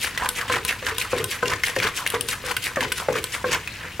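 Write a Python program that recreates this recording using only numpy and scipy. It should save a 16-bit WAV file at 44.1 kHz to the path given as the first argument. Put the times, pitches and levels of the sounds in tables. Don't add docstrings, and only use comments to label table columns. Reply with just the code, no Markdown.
import sys
import numpy as np
from scipy import signal
from scipy.fft import rfft, irfft, next_fast_len
from scipy.io import wavfile
from scipy.ndimage import map_coordinates

SR = 44100
rng = np.random.default_rng(int(sys.argv[2]) if len(sys.argv) > 2 else 0)


def wav_record(signal):
    frames = np.transpose(np.atleast_2d(signal))
    bounded = np.clip(frames, -1, 1)
    quanta = np.round(bounded * 32767).astype(np.int16)
    wavfile.write(sys.argv[1], SR, quanta)


N = 176400

# freq_hz, level_db
STALL_EQ = [(25, -16), (55, -1), (108, -0.5), (160, -7.5), (700, -18.5), (1800, -15), (9000, -28),
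            (16000, -35)]
# peak_s, level_db, pitch_hz, swish_db
SPOON_STROKES = [(.045, -24.5, 2360, -24), (0.386, -22, 1970, -28), (.698, -22.5, 2130, -27.5),
                 (1.02, -25.5, 2060, -27.5), (1.325, -28, 2180, -27.5), (1.678, -28.5, 2270, -29),
                 (1.989, -26.5, 1580, -26.5), (2.316, -30.5, 2040, -27.5), (2.66, -26, 2250, -27),
                 (2.997, -28, 1430, -30), (3.344, -28.5, 1910, -30.5)]
# freq_hz, level_db
SWISH_EQ = [(700, -18), (2700, 8), (5000, 1), (11000, -1.5), (16000, -12)]
# peak_s, rise_s, level_db, pitch_hz, relative_fizz_db
SQUEEZES = [(.246, 0.17, -23.5, 1360, -17), (.555, 0.13, -22, 1910, -14), (.903, 0.13, -24.5, 1780, -15),
            (1.2, 0.19, -29.5, 1810, -10.5), (1.526, 0.14, -24.5, 1790, -14.5),
            (1.862, 0.14, -22, 1900, -12), (2.145, 0.074, -24.5, 1780, -12.5),
            (2.515, 0.15, -31, 1550, -10.5), (2.835, 0.073, -26.5, 1920, -14), (3.165, 0.1, -28, 1810, -10),
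            (3.546, 0.11, -21, 1960, -10.5)]
# freq_hz, level_db
FIZZ_EQ = [(300, -44), (2500, 10.5), (6300, 3), (8500, 0), (11000, -3.5), (16000, -11)]
# freq_hz, level_db
SPLASH_EQ = [(300, -53), (1600, 7), (2600, 8), (4000, -1.5), (16000, -15.5)]
# start_s, level_db, pitch_hz
SHORT_NOTES = [(0.176, -7, 1970), (0.2578, -11, 1010), (0.4121, -12, 1610), (0.5576, -11.5, 1890),
               (0.6922, -6.5, 2630), (0.8663, -9.5, 1720), (1.4566, -14, 2780), (1.5347, -10.5, 1760),
               (1.6359, -4, 2115), (1.7634, -10, 1866), (1.8003, -9.5, 2310), (2.0639, -5, 2120),
               (2.5121, -11.5, 1420), (2.5664, -6.5, 1543), (2.759, -13.5, 1820), (2.807, -9, 1740),
               (2.919, -7, 1540), (3.1854, -12.5, 2236), (3.6749, -14, 2564)]
# start_s, level_db
SPOON_TAPS = [(.2891, -12.5), (0.6498, -15.5), (0.9827, -15.5), (1.242, -16.5), (2.2867, -17),
              (2.5669, -21), (2.923, -18), (3.241, -17.5)]
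# freq_hz, level_db
CLICK_EQ = [(1500, -22), (2800, 7.5), (4500, 1), (6000, -6.5), (8500, 2.5), (11000, 1.5), (16000, -12)]
# pitch_hz, level_db, t60_s
SPOON_MODES = [(2920, -15, 0.056), (8300, -1, 0.09), (9500, -11, .06)]
# pitch_hz, level_db, t60_s
MORTAR_MODES = [(231.4, -15.5, 0.11), (487.8, -3.5, 0.2), (1030, -10.5, 0.097), (1290, -11.5, 0.031),
                (1510, -13.5, 0.067)]
# start_s, level_db, hardness_db_per_octave, bend_octaves
PESTLE_BLOWS = [(0.498, -17.5, 8.5, 0.068), (.823, -28, 4, .25), (1.13, -13.5, 0, 0.071),
                (1.427, -15.5, 9.5, -0.0065), (1.764, -16.5, -24, 0.27), (2.138, -18.5, 1, -0.13),
                (2.438, -27, 3, 0.22), (2.769, -16, 5.5, 0.418), (3.085, -12, -8, 0.23),
                (3.442, -16.5, 7.5, 0.12), (3.995, -14, 0.5, -0.015)]
# freq_hz, level_db
THUD_EQ = [(40, -12), (110, -5), (450, 7.5), (1200, -0.5), (2200, -4.5), (10000, -59)]
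# freq_hz, level_db
GRIND_EQ = [(65, -12), (110, 16), (200, 1), (460, 14), (700, -7.5), (5000, -55)]
# start_s, level_db
SHRED_SNAPS = [(0.8598, -27), (2.0747, -15), (2.102, -18.5), (2.1227, -27), (2.2095, -14)]
# start_s, level_db
PESTLE_GULPS = [(.92, -19), (1.2, -16.5), (1.85, -15), (2.157, -18), (3.155, -15)]
# peak_s, half_length_s, level_db, pitch_hz, half_width_hz
LIGHT_STROKES = [(3.84, 0.041, -38, 1790, 670), (3.72, .03, -47, 4100, 270)]
# pitch_hz, width_hz, level_db
BOWL_MODES = [(483.7, 32, 6), (1006, 78, -2)]
# freq_hz, side_db
SIDE_EQ = [(100, -39.5), (300, -16), (2500, -10.5), (12000, -3.5)]
# freq_hz, left_minus_right_db
PAN_EQ = [(250, 0), (2500, 1), (5000, 3)]

BUBBLES_PER_S, BUBBLE_T60_CYCLES, BUBBLE_SCATTER_DB = 1700, 23.6, 3.5
FIZZ_PER_S = 2000
FITS_DB, FITS_PER_S = 5, 120
HIT_TIME = np.arange(SR // 4) / SR


def amp(db):
    return 10 ** (np.asarray(db) / 20)


def unit(x):
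    return x / np.sqrt(np.mean(x ** 2) + 1e-20)


def along(points, hz):
    freqs, values = np.transpose(points)
    return np.interp(np.log(hz + 1), np.log(freqs + 1), values)


def filtered(x, response):
    n = x.shape[-1]
    padded = next_fast_len(n + 8192)
    return irfft(rfft(x, padded) * response(np.fft.rfftfreq(padded, 1 / SR)), padded)[..., :n]


def coloured(x, eq):
    return unit(filtered(x, lambda hz: amp(along(eq, hz))))


def add(track, start_s, sound):
    start = max(round(start_s * SR), 0)
    part = track[start:start + len(sound)]
    part += sound[:len(part)]


def stall():
    return amp(-40.5) * coloured(rng.standard_normal(N), STALL_EQ)


def bubbles(pitch_hz, octaves_per_s, spread_octaves, count=700):
    half_s = count / BUBBLES_PER_S / 2
    when = rng.uniform(-half_s, half_s, count)
    hz = pitch_hz * 2 ** (octaves_per_s * when + spread_octaves * rng.standard_normal(count))
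    size = amp(BUBBLE_SCATTER_DB * np.minimum(rng.exponential(size=count), 4))
    size *= rng.choice([-1, 1], count)
    age = np.arange(SR // 80)
    cycles = np.minimum(hz, SR / 3)[:, None] * age / SR
    grains = size[:, None] * np.sin(2 * np.pi * cycles) * amp(-60 * cycles / BUBBLE_T60_CYCLES)
    starts = ((when + half_s) * SR).astype(int)
    cloud = np.bincount((starts[:, None] + age).ravel(), grains.ravel())
    return np.arange(len(cloud)) / SR - half_s, unit(cloud)


def swell(t, rise_s, fall_s, depth_db=29.5):
    distance = np.maximum(-t / rise_s, t / fall_s)
    return amp(-depth_db * np.minimum(distance, 10) ** 1.315)


def crackle(per_s, scatter_db):
    out = np.zeros(N)
    for hz in np.geomspace(1150, 14700, 14):
        bursts = rng.random(N) < per_s / SR
        sign = rng.choice([-1, 1], N)
        strength = amp(scatter_db * np.minimum(rng.exponential(size=N), 4))
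        out += signal.lfilter(*signal.iirpeak(hz, Q=4.4, fs=SR), bursts * sign * strength)
    return out


def fits():
    return FITS_DB * map_coordinates(rng.standard_normal(N), [np.arange(N) * FITS_PER_S / SR])


def scrapes(rise_s=0.05, fall_s=0.088, swish_lead_s=0.014):
    gurgle, swish_envelope = np.zeros((2, N + SR))
    for peak_s, db, hz, swish_db in SPOON_STROKES:
        t, cloud = bubbles(hz, octaves_per_s=-12.5, spread_octaves=0.23)
        start_s = 1 + peak_s + t[0]
        add(gurgle, start_s, amp(db) * swell(t, rise_s, fall_s) * cloud)
        add(swish_envelope, start_s, amp(swish_db) * swell(t + swish_lead_s, rise_s, fall_s))
    swish = swish_envelope[SR:] * coloured(crackle(FIZZ_PER_S, scatter_db=7.5), SWISH_EQ)
    return (gurgle[SR:] + swish + rubs()) * amp(fits() / 2)


def squelches(fall_s=0.058, fizz_lead_s=0.007):
    bubbling, fizz_envelope = np.zeros((2, N + SR))
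    for peak_s, rise_s, db, hz, fizz_db in SQUEEZES:
        t, cloud = bubbles(hz, octaves_per_s=-4.5, spread_octaves=0.425)
        start_s = 1 + peak_s + t[0]
        add(bubbling, start_s, amp(db) * swell(t, rise_s, fall_s) * cloud)
        add(fizz_envelope, start_s, amp(db + fizz_db + 6) * swell(t + fizz_lead_s, rise_s, fall_s))
    flutter_db = fits()
    fizz = fizz_envelope[SR:] * coloured(crackle(FIZZ_PER_S, scatter_db=8), FIZZ_EQ)
    seep = amp(-43.5) * coloured(crackle(per_s=150, scatter_db=3.75), SPLASH_EQ)
    return amp(flutter_db / 2) * (bubbling[SR:] + seep) + amp(flutter_db) * fizz


def burst(eq, t60_s):
    return coloured(rng.standard_normal(len(HIT_TIME)), eq) * amp(-60 * HIT_TIME / t60_s)


def short_notes(note_t60_s=0.035):
    out, t = np.zeros(N), HIT_TIME
    for start_s, db, hz in SHORT_NOTES:
        note = amp(-8 - 60 * t / note_t60_s) * np.sin(2 * np.pi * hz * t)
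        splash = amp(-10.5) * burst(SPLASH_EQ, t60_s=0.036)
        add(out, start_s, amp(db) * (note + splash))
    return out


def ring(modes, hardness=0, bend_octaves=0, settle_s=0.01344, detune=0.0073):
    t = HIT_TIME
    hz, db, t60_s = np.transpose(modes)[:, :, None]
    level_db = db + hardness * np.maximum(np.log2(hz / hz[1]), 0)
    detuned_hz = hz * (1 + detune * rng.uniform(-1, 1, hz.shape))
    bend = 2 ** (bend_octaves * np.exp(-t / settle_s))
    phase = 2 * np.pi * np.cumsum(detuned_hz * bend, axis=1) / SR
    return np.sum(amp(level_db - 60 * t / t60_s) * np.sin(phase), axis=0)


def taps():
    out = np.zeros(N)
    for start_s, db in SPOON_TAPS:
        clay = amp(-17.5) * ring(MORTAR_MODES, hardness=11)
        click = amp(0.5) * burst(CLICK_EQ, t60_s=0.018)
        steel = amp(-26) * ring(SPOON_MODES)
        add(out, start_s, amp(db) * (click + steel + clay))
    return out


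def pestle(attack_s=0.00086, grind_delay_s=0.044, grind_width_s=0.069):
    out, t = np.zeros(N), HIT_TIME
    attack = 1 - np.exp(-t / attack_s)
    pressure = np.exp(-0.5 * ((t - grind_delay_s) / grind_width_s) ** 2)
    for start_s, db, hardness, bend_octaves in PESTLE_BLOWS:
        clay = ring(MORTAR_MODES, hardness, bend_octaves)
        thud = amp(-4) * burst(THUD_EQ, t60_s=0.051)
        grind = amp(-18) * pressure * coloured(rng.standard_normal(len(t)), GRIND_EQ)
        add(out, start_s, amp(db) * (attack * (clay + thud) + grind))
    return out


def snaps():
    out = np.zeros(N)
    for start_s, db in SHRED_SNAPS:
        add(out, start_s, amp(db) * burst(CLICK_EQ, t60_s=0.013))
    return out


def gulps(pitch_hz=443.3, rise_s=0.0064):
    out, t = np.zeros(N), HIT_TIME
    note = t / rise_s * np.exp(-t / rise_s) * np.sin(2 * np.pi * pitch_hz * t)
    for start_s, db in PESTLE_GULPS:
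        add(out, start_s, amp(db) * note)
    return out


def rubs():
    out, t = np.zeros(N), np.arange(N) / SR
    for peak_s, half_s, db, hz, half_width_hz in LIGHT_STROKES:
        band = filtered(rng.standard_normal(N), lambda f: 1 / (1 + ((f - hz) / half_width_hz) ** 2))
        out += amp(db) * np.exp(-0.5 * ((t - peak_s) / half_s) ** 2) * unit(band)
    return out


def bowl(x):
    def resonances(f):
        return sum(amp(db) * 1j * f * width / (hz ** 2 - f ** 2 + 1j * f * width)
                   for hz, width, db in BOWL_MODES)
    return x + filtered(x, resonances)


def reflections(x, t60_s, block=1024):
    out, t = np.zeros(N), HIT_TIME[:int(t60_s * SR)]
    window = signal.windows.cosine(block)
    for i in range(0, N - block, block // 2):
        tail = rng.standard_normal(len(t)) * amp(-60 * t / t60_s)
        add(out, i / SR, signal.fftconvolve(x[i:i + block] * window, tail / np.linalg.norm(tail)))
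    return out


def scene():
    close = pestle() + gulps() + taps() + bowl(squelches() + scrapes() + short_notes() + snaps())
    mid = close + amp(-8.5) * reflections(close, t60_s=0.27) + stall()
    side = filtered(reflections(mid, t60_s=0.01), lambda hz: amp(along(SIDE_EQ, hz)))
    stereo = np.array([mid + side, mid - side])
    pan_share = np.array([[0.5], [-0.5]])
    return filtered(stereo, lambda hz: amp(pan_share * along(PAN_EQ, hz)))


def record(dry, ceiling=0.6, top_hz=16100):
    soft = dry / (1 + (dry / ceiling) ** 4) ** (1 / 4)
    return filtered(soft, lambda hz: hz < top_hz)


dry = scene()
out = record(dry)
wav_record(out)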